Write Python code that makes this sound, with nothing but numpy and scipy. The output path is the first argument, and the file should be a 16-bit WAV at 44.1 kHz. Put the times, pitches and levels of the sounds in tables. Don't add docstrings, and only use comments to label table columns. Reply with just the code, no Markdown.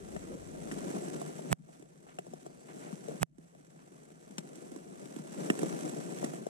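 import sys
import numpy as np
from scipy import signal
from scipy.fft import rfft, irfft, next_fast_len
from scipy.io import wavfile
from scipy.ndimage import uniform_filter1d, minimum_filter1d

SR = 44100
rng = np.random.default_rng(int(sys.argv[2]) if len(sys.argv) > 2 else 0)


def generate_wav(signal):
    frames = np.transpose(np.atleast_2d(signal))
    scaled = np.clip(frames, -1, 1) * 32767
    pcm = np.round(scaled).astype(np.int16)
    wavfile.write(sys.argv[1], SR, pcm)


N = 286201
TIME = np.arange(N) / SR
FFT_SIZE = 2 * next_fast_len(N // 2 + 8192)
HZ = np.fft.rfftfreq(FFT_SIZE, 1 / SR)
REST_DB = -67.5

# (time [s], thud [dB], thud pitch [Hz], ring [dB], # scrape [dB], frequency the contact excites most [Hz], tick
# [dB], left over right [dB])
TAPS = [(0.1633, -41, 570, -20, -16, 1700, -24, 5), (0.1646, -39, 630, -20, -19, 890, -24, 3),
        (0.714, -34.5, 257, -15.5, -8, 1750, -17.5, 7), (0.7192, -26.5, 235, -28, -19, 1790, -17.5, -8),
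        (0.902, -29, 280, -40.5, -16, 1200, -22, -10), (0.965, -25.5, 513, -21.5, -22, 890, -29, 1),
        (1.079, -26.5, 297, -21, -18, 1290, -35, -2), (1.216, -31, 520, -19, -34, 830, -21, -7.5),
        (1.391, -23, 490, -37, -17, 850, -23.5, 1), (1.69, -50, 396, -30, -34, 850, -45, -1),
        (1.795, -45.5, 284.4, -55, -41, 1275, -36, -11), (1.824, -40, 362, -48, -32, 1400, -28, 4),
        (2.067, -48, 705, -37.5, -20, 887, -40, 2), (2.1867, -44, 580, -20, -12, 2130, -19.5, 5.5),
        (2.1879, -28, 364, -21, -24, 700, -18.5, -1), (2.266, -32.5, 490, -37, -25, 910, -29, 0),
        (2.3354, -32.5, 353, -26, -17, 770, -20, 1.5), (2.4637, -32.5, 350, -27, -21, 770, -23, 1),
        (2.927, -28, 183, -32, -17, 1100, -28, 4), (3.0836, -24, 448, -52, -42, 2220, -19, 7),
        (3.383, -28.5, 264, -45, -25, 1300, -28.5, -8), (3.549, -40, 640, -39, -39, 1800, -34, 2),
        (3.6, -46.5, 270, -50.5, -33, 1271, -40, -1), (4.309, -42.5, 189, -46, -30, 1000, -29.5, 1),
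        (4.3818, -28.5, 178, -28, -3, 2350, -3, 7), (4.556, -42, 302, -45, -30, 2500, -20, -1),
        (4.717, -33, 300, -40, -23, 1200, -23, -4), (4.761, -30, 287, -29, -18, 1200, -23.5, -6),
        (5.056, -37, 282, -46, -24, 1500, -20, 7), (5.163, -27.5, 264, -50, -15.5, 1760, -23, -8.5),
        (5.192, -31.5, 180, -39, -19, 1300, -25, -1), (5.5013, -11.5, 246, 3, 4, 1830, -3.5, -4.5),
        (5.591, -22, 376, -20, -11, 2000, -13.5, -8), (5.631, -11, 390, -28, -10, 1310, -13.5, -6),
        (5.843, -26, 280, -39, -38, 1200, -26, 0.5), (5.894, -38, 302, -42, -20, 2500, -15, -4),
        (6.186, -43, 304, -27, -10, 2200, -18, -3), (6.228, -17, 473, -24, -14, 900, -20, -1.5),
        (6.24, -18, 268, -36, -8, 800, -14, 0), (6.244, -20, 476, -17, -5, 1770, -10, -7),
        (6.335, -27, 380, -32, -20, 1190, -25, -14), (6.466, -19.5, 447, -26, -21, 650, -18, 3.5)]
# (frequency [Hz], level [dB], decay time [s])
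BOARD_MODES = [(722, 1, 0.0029), (1040, 2, 0.0013), (1846, -0.5, 0.0029), (2713, 10, 0.0029)]
# (time [s], snap [dB], pre-ring [dB])
KNOCKS = [(1.5284, 20, -18), (3.2304, 21.5, -21)]
# (time of top speed [s], rise [s], fall [s], rub [dB])
ARM_MOVES = [(0.24, 0.18, 0.23, -49.5), (0.9, 0.16, 0.18, -42.5), (1.22, 0.051, 0.2, -47),
             (1.481, 0.024, 0.083, -48.5), (1.8, 0.074, 0.18, -71.5), (2.398, 0.21, 0.51, -59),
             (2.87, 0.094, 0.058, -50.5), (3.128, 0.091, 0.066, -49.5), (4.0, 0.19, 0.11, -62.5),
             (4.621, 0.21, 0.19, -54), (5.2, 0.19, 0.54, -51.5), (5.454, 0.06, 0.021, -41.5),
             (5.62, 0.087, 0.36, -41.5), (6.24, 0.055, 0.076, -44.5)]
# (time [s], length [s], level [dB])
SLIDES = [(2.067, 0.077, -31.5), (2.667, 0.072, -29), (2.773, 0.16, -29), (3.772, 0.071, -38)]
# (time [s], length [s], pitch [Hz], level [dB])
GROANS = [(0.0, 0.041, 404, -49.5), (0.294, 0.103, 515, -47)]
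# (time [s], level [dB])
BREEZE = [(0, -54), (.5, -54), (1.45, -72.5), (1.6, -76), (6.49, -76.5)]
# (time [s], length [s], pitch [Hz], level [dB])
CHIRPS = [(2.436, 0.24, 4650, -75.5), (4.988, .14, 5430, -71)]
# (frequency [Hz], left gain [dB], right gain [dB])
CASE_RESPONSE = [(43, -23.5, -65.5), (116, -19.5, -26.5), (153.3, -1, -0.5), (244, -1.5, -5.5),
                 (363, -3.5, -4), (555, -5, -15.5), (838, -13, -16.5), (1433, -16.5, -18.5),
                 (2950, -26, -26.5), (5170, -32, -29.5), (6000, -37, -24), (10070, -36.5, -27.5),
                 (11400, -41.5, -29.5), (14800, -68, -42.5)]
# (frequency [Hz], width [Hz], left gain [dB], right gain [dB])
CASE_MODES = [(172.7, 46, 2, -3), (677, 136, 6.5, 9), (1130, 920, -2.5, 1), (2014, 90, -2.5, 2),
              (5930, 800, 11.5, 4), (7680, 730, 7, 7), (9640, 900, 2.5, 5.5)]
# (frequency [Hz], likeness [0-1], right lag [rad])
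PORT_COUPLING = [(101, 0.73, 1.5), (232.5, 0.37, 2.5), (409, 0.54, 1.93), (740, 0.98, 5),
                 (1294.4, 0.96, 4.5), (2760, 0.07, 3.5), (5110, 0, -3.5), (12960, 0.9, 6)]


def board_taps(rows, scrape_s=0.0045, rattle_s=0.0046, blow_s=0.0006, glide=2.38, glide_s=0.00074):
    t, out = np.arange(SR // 12) / SR, np.zeros((2, N))
    grit_decay = np.exp(-t / scrape_s) + amp(-21) * np.exp(-t / rattle_s)
    grit = rng.standard_normal((len(rows), 2, len(t))) * grit_decay
    rasps = amp(-6) * grit[:, 0]
    ticks = filtered(grit[:, 1], 2500, "high", order=1)
    blow = amp(-14) * t / blow_s * np.exp(1 - t / blow_s)
    bent_time = t + glide * glide_s * (1 - np.exp(-t / glide_s))
    for row, rasp, tick in zip(rows, rasps, ticks):
        s, thud_db, thud_hz, ring_db, scrape_db, contact_hz, tick_db, pan_db = row
        ring = np.zeros(len(t))
        for mode_hz, mode_db, decay_s in BOARD_MODES:
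            off_pitch_db = 34.5 * np.log2(mode_hz / contact_hz) ** 2
            ring += amp(mode_db - off_pitch_db) * np.exp(-t / decay_s) * sine(mode_hz, t)
        scrape = filtered(rasp, [contact_hz / 1.6, contact_hz * 1.6], "band")
        swell_s = 0.81 / thud_hz * np.exp(-0.028 * (scrape_db + 29.5))
        thud = t / swell_s * np.exp(1 - t / swell_s) * sine(thud_hz, bent_time)
        body = amp(thud_db) * (thud + blow) + amp(ring_db) * ring
        contact = amp(scrape_db) * scrape + amp(tick_db) * tick
        add(out, s, panned(body + contact, pan_db))
    return out


def fumbles(rub_db, count=32, follow=0.75, low_hz=255, high_hz=558, contact_hz=1480, spread_db=2):
    slot, pitch = rng.random((count, 2)).T
    thud, scrape, tick, pan = rng.standard_normal((count, 4)).T
    s = (np.arange(count) + slot) / count * TIME[-1]
    touch_db = REST_DB + follow * (np.interp(s, TIME, rub_db) - REST_DB)
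    thud_db = touch_db + 13 + spread_db * thud
    thud_hz = low_hz * (high_hz / low_hz) ** pitch
    ring_db = touch_db + 7.5
    scrape_db = touch_db + 20 + spread_db * scrape
    tick_db = touch_db + 18.5 + spread_db * tick
    contacts_hz = np.full(count, contact_hz)
    return np.transpose([s, thud_db, thud_hz, ring_db, scrape_db, contacts_hz, tick_db, 2.5 * pan])


def snap(t, push_s=0.0003, pull_s=0.0009):
    pull = abs(t) / pull_s
    swing = (1 - pull ** 2) * np.exp(-pull ** 2 / 2 - pull / 2)
    return np.where(t < 0, -np.exp(-(t / push_s) ** 2), swing)


def case_knocks(low_hz=150, high_hz=7915, pre_ring_s=0.012, boom_hz=160, boom_s=0.0048, rattle_s=0.0014):
    t, out = np.arange(-SR // 25, SR // 25) / SR, np.zeros((2, N))
    after = np.maximum(t, 0)
    pre_ring_envelope = np.exp(-((t + pre_ring_s / 2) / pre_ring_s) ** 2) * (t < 0)
    pre_ring_high = amp(-16) * pre_ring_envelope * sine(high_hz, t)
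    pre_ring_low = pre_ring_envelope * sine(low_hz, t)
    pre_pulse = amp(-8) * snap((t + 0.0105) / 6.5)
    boom = -amp(-12.5) * sine(boom_hz, after) * np.exp(-after / boom_s)
    for s, snap_db, pre_ring_db in KNOCKS:
        noise = unit(filtered(rng.standard_normal(len(t)), 1500, "low", order=1))
        pre_ring_noise = amp(-21) * pre_ring_envelope * noise
        rattle = amp(-30) * rng.standard_normal(len(t)) * np.exp(-after / rattle_s) * (t > 0)
        jolt = amp(snap_db) * (snap(t) + rattle) + amp(pre_ring_db) * (pre_ring_noise + pre_pulse)
        late = np.roll(jolt, 5)
        thinned = late - uniform_filter1d(late, size=56)
        left = -filtered(thinned, 3300, "low") + amp(pre_ring_db - 17) * pre_ring_low
        edge = amp(6) * filtered(jolt, [5400, 12500], "band")
        clack = amp(-8) * filtered(jolt, [560, 1150], "band")
        tones = amp(snap_db) * boom + amp(pre_ring_db) * (pre_ring_low + pre_ring_high)
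        right = filtered(jolt, 4300, "low") + edge + clack + tones
        add(out, s + t[0], np.array([left, right]))
    return filtered(out, 109, "high", order=3)


def arm_movement():
    power = amp(REST_DB) ** 2
    for s, rise_s, fall_s, db in ARM_MOVES:
        width_s = np.where(TIME < s, rise_s, fall_s)
        power = power + amp(db) ** 2 * np.exp(-((TIME - s) / width_s) ** 2 / 2)
    return 10 * np.log10(power)


def cloth_rub(rub_db, split_hz=600, ping_band_hz=(7575, 8125), snag_s=0.0065):
    low_rub = filtered(rng.standard_normal((2, N)), split_hz, "low")
    low_rub *= amp(rub_db + 24 + 2.5 * wander(21.5))
    catches = impulses(per_s=90) * rng.laplace(size=(2, N)) * amp(12.5)
    flicks = impulses(per_s=140) * rng.standard_normal((2, N)) * amp(25)
    pings = filtered(flicks, ping_band_hz, "band", order=1)
    grain = rng.standard_normal((2, N)) * amp(2 * wander(100))
    hiss = filtered(grain + catches + pings, split_hz, "high")
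    snag_starts = impulses(per_s=30) * rng.random(N)
    snags = signal.lfilter([1], [1, -np.exp(-1 / (snag_s * SR))], snag_starts)
    hiss_db = -23 + 0.82 * (rub_db + 40.5)
    return low_rub + hiss * amp(hiss_db) * (1 + amp(-3) * snags)


def fish_slides(band_hz=(660, 3200), slip_db=2):
    strokes = np.zeros((2, N))
    for s, length_s, db in SLIDES:
        add(strokes, s, amp(db) * signal.windows.tukey(int(length_s * SR), 0.7))
    friction = filtered(rng.standard_normal((2, N)), band_hz, "band")
    return strokes * friction * amp(slip_db * wander(110))


def skin_groans(sag=0.13, waver=0.068):
    out, wobble = np.zeros(N), wander(69)
    for s, length_s, hz, db in GROANS:
        position = np.linspace(-0.5, 0.5, int(length_s * SR))
        pitch = hz * (1 - sag * position + waver * wobble[int(s * SR):][:len(position)])
        add(out, s, amp(db) * arched_tone(pitch, position))
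    return panned(out, pan_db=6)


def breeze(band_hz=(34, 122), right_db=-5):
    rumble = unit(filtered(rng.standard_normal((2, N)), band_hz, "band"))
    level_db = np.interp(TIME, *np.transpose(BREEZE))
    return rumble * amp(level_db) * amp([[0], [right_db]])


def drone(hz=158.9, width_hz=34.7, level_db=-64.5, apart=0.73):
    noise = rng.standard_normal(N) + apart * rng.standard_normal((2, N))
    return amp(level_db) * unit(filtered(noise, [hz - width_hz / 2, hz + width_hz / 2], "band"))


def chirps(note_s=0.12, rise=0.057, waver=0.056):
    out, wobble = np.zeros((2, N)), wander(350)
    for s, length_s, hz, db in CHIRPS:
        position = np.arange(int(length_s * SR)) / SR / note_s % 1 - 0.5
        pitch = hz * (1 + rise * position + waver * wobble[int(s * SR):][:len(position)])
        add(out, s, amp(db) * arched_tone(pitch, position))
    return out


def through_case(left, right, right_lag):
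    db = spectra(CASE_RESPONSE)
    for hz, width_hz, *sides_db in CASE_MODES:
        db = db + np.outer(sides_db, 1 / (1 + (2 * (HZ - hz) / width_hz) ** 2))
    cepstrum = irfft(np.log(amp(db)), FFT_SIZE)
    cepstrum[:, 1:FFT_SIZE // 2] *= 2
    cepstrum[:, FFT_SIZE // 2 + 1:] = 0
    response = np.exp(rfft(cepstrum))
    return irfft(response * [left, right * np.exp(-1j * right_lag)], FFT_SIZE)[:, :N]


def amp(db):
    return 10 ** (np.asarray(db) / 20)


def unit(x):
    return x / np.sqrt(np.mean(x ** 2) + 1e-20)


def sine(hz, t):
    return np.sin(2 * np.pi * hz * t)


def arched_tone(pitch_hz, position):
    return np.cos(np.pi * position) * np.sin(2 * np.pi * np.cumsum(pitch_hz) / SR)


def panned(sound, pan_db):
    return sound * amp([[pan_db / 2], [-pan_db / 2]])


def impulses(per_s):
    return rng.random(N) < per_s / SR


def wander(hz):
    return unit(filtered(rng.standard_normal(N), hz, "low"))


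def spectra(rows):
    hz, *columns = np.transpose(rows)
    return np.array([np.interp(np.log(HZ + 1), np.log(hz), column) for column in columns])


def filtered(x, hz, kind, order=2):
    sections = signal.butter(order, np.clip(hz, 5, SR / 2 - 100), kind, fs=SR, output="sos")
    return signal.sosfilt(sections, x)


def add(mix, s, sound):
    part = mix[..., max(round(s * SR), 0):][..., :sound.shape[-1]]
    part += sound[..., :part.shape[-1]]


def scene():
    rub_db = arm_movement()
    shared_friction, own_friction = rfft(cloth_rub(rub_db) + fish_slides(), FFT_SIZE)
    left_taps, right_taps = rfft(board_taps(TAPS) + board_taps(fumbles(rub_db)), FFT_SIZE)
    likeness, right_lag = spectra(PORT_COUPLING)
    right_friction = likeness * shared_friction + np.sqrt(1 - likeness ** 2) * own_friction
    handling = through_case(shared_friction + left_taps, right_friction + right_taps, right_lag)
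    handling = filtered(handling, 112, "high", order=6)
    return handling + case_knocks() + skin_groans() + breeze() + drone() + chirps()


def record(dry, ceiling_db=-7, split_hz=240, clip_at=0.34, top_hz=15000):
    over_db = np.maximum(20 * np.log10(abs(dry).max(0) + 1e-9) - ceiling_db, 0)
    over_db = -minimum_filter1d(-over_db, size=76)

    def gain(db_per_s):
        held_db = np.maximum.accumulate(over_db + db_per_s * TIME) - db_per_s * TIME
        return amp(-uniform_filter1d(held_db, size=24))

    bass_gain, treble_gain = gain(db_per_s=420), gain(db_per_s=165)
    limited = dry * treble_gain + filtered(dry * (bass_gain - treble_gain), split_hz, "low", order=3)
    clipped = np.clip(limited, -clip_at, clip_at)
    band_limit = signal.firwin(255, top_hz, window=("kaiser", 9), fs=SR)
    return signal.oaconvolve(clipped, band_limit[None], "same")


dry = scene()
out = record(dry)
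generate_wav(out)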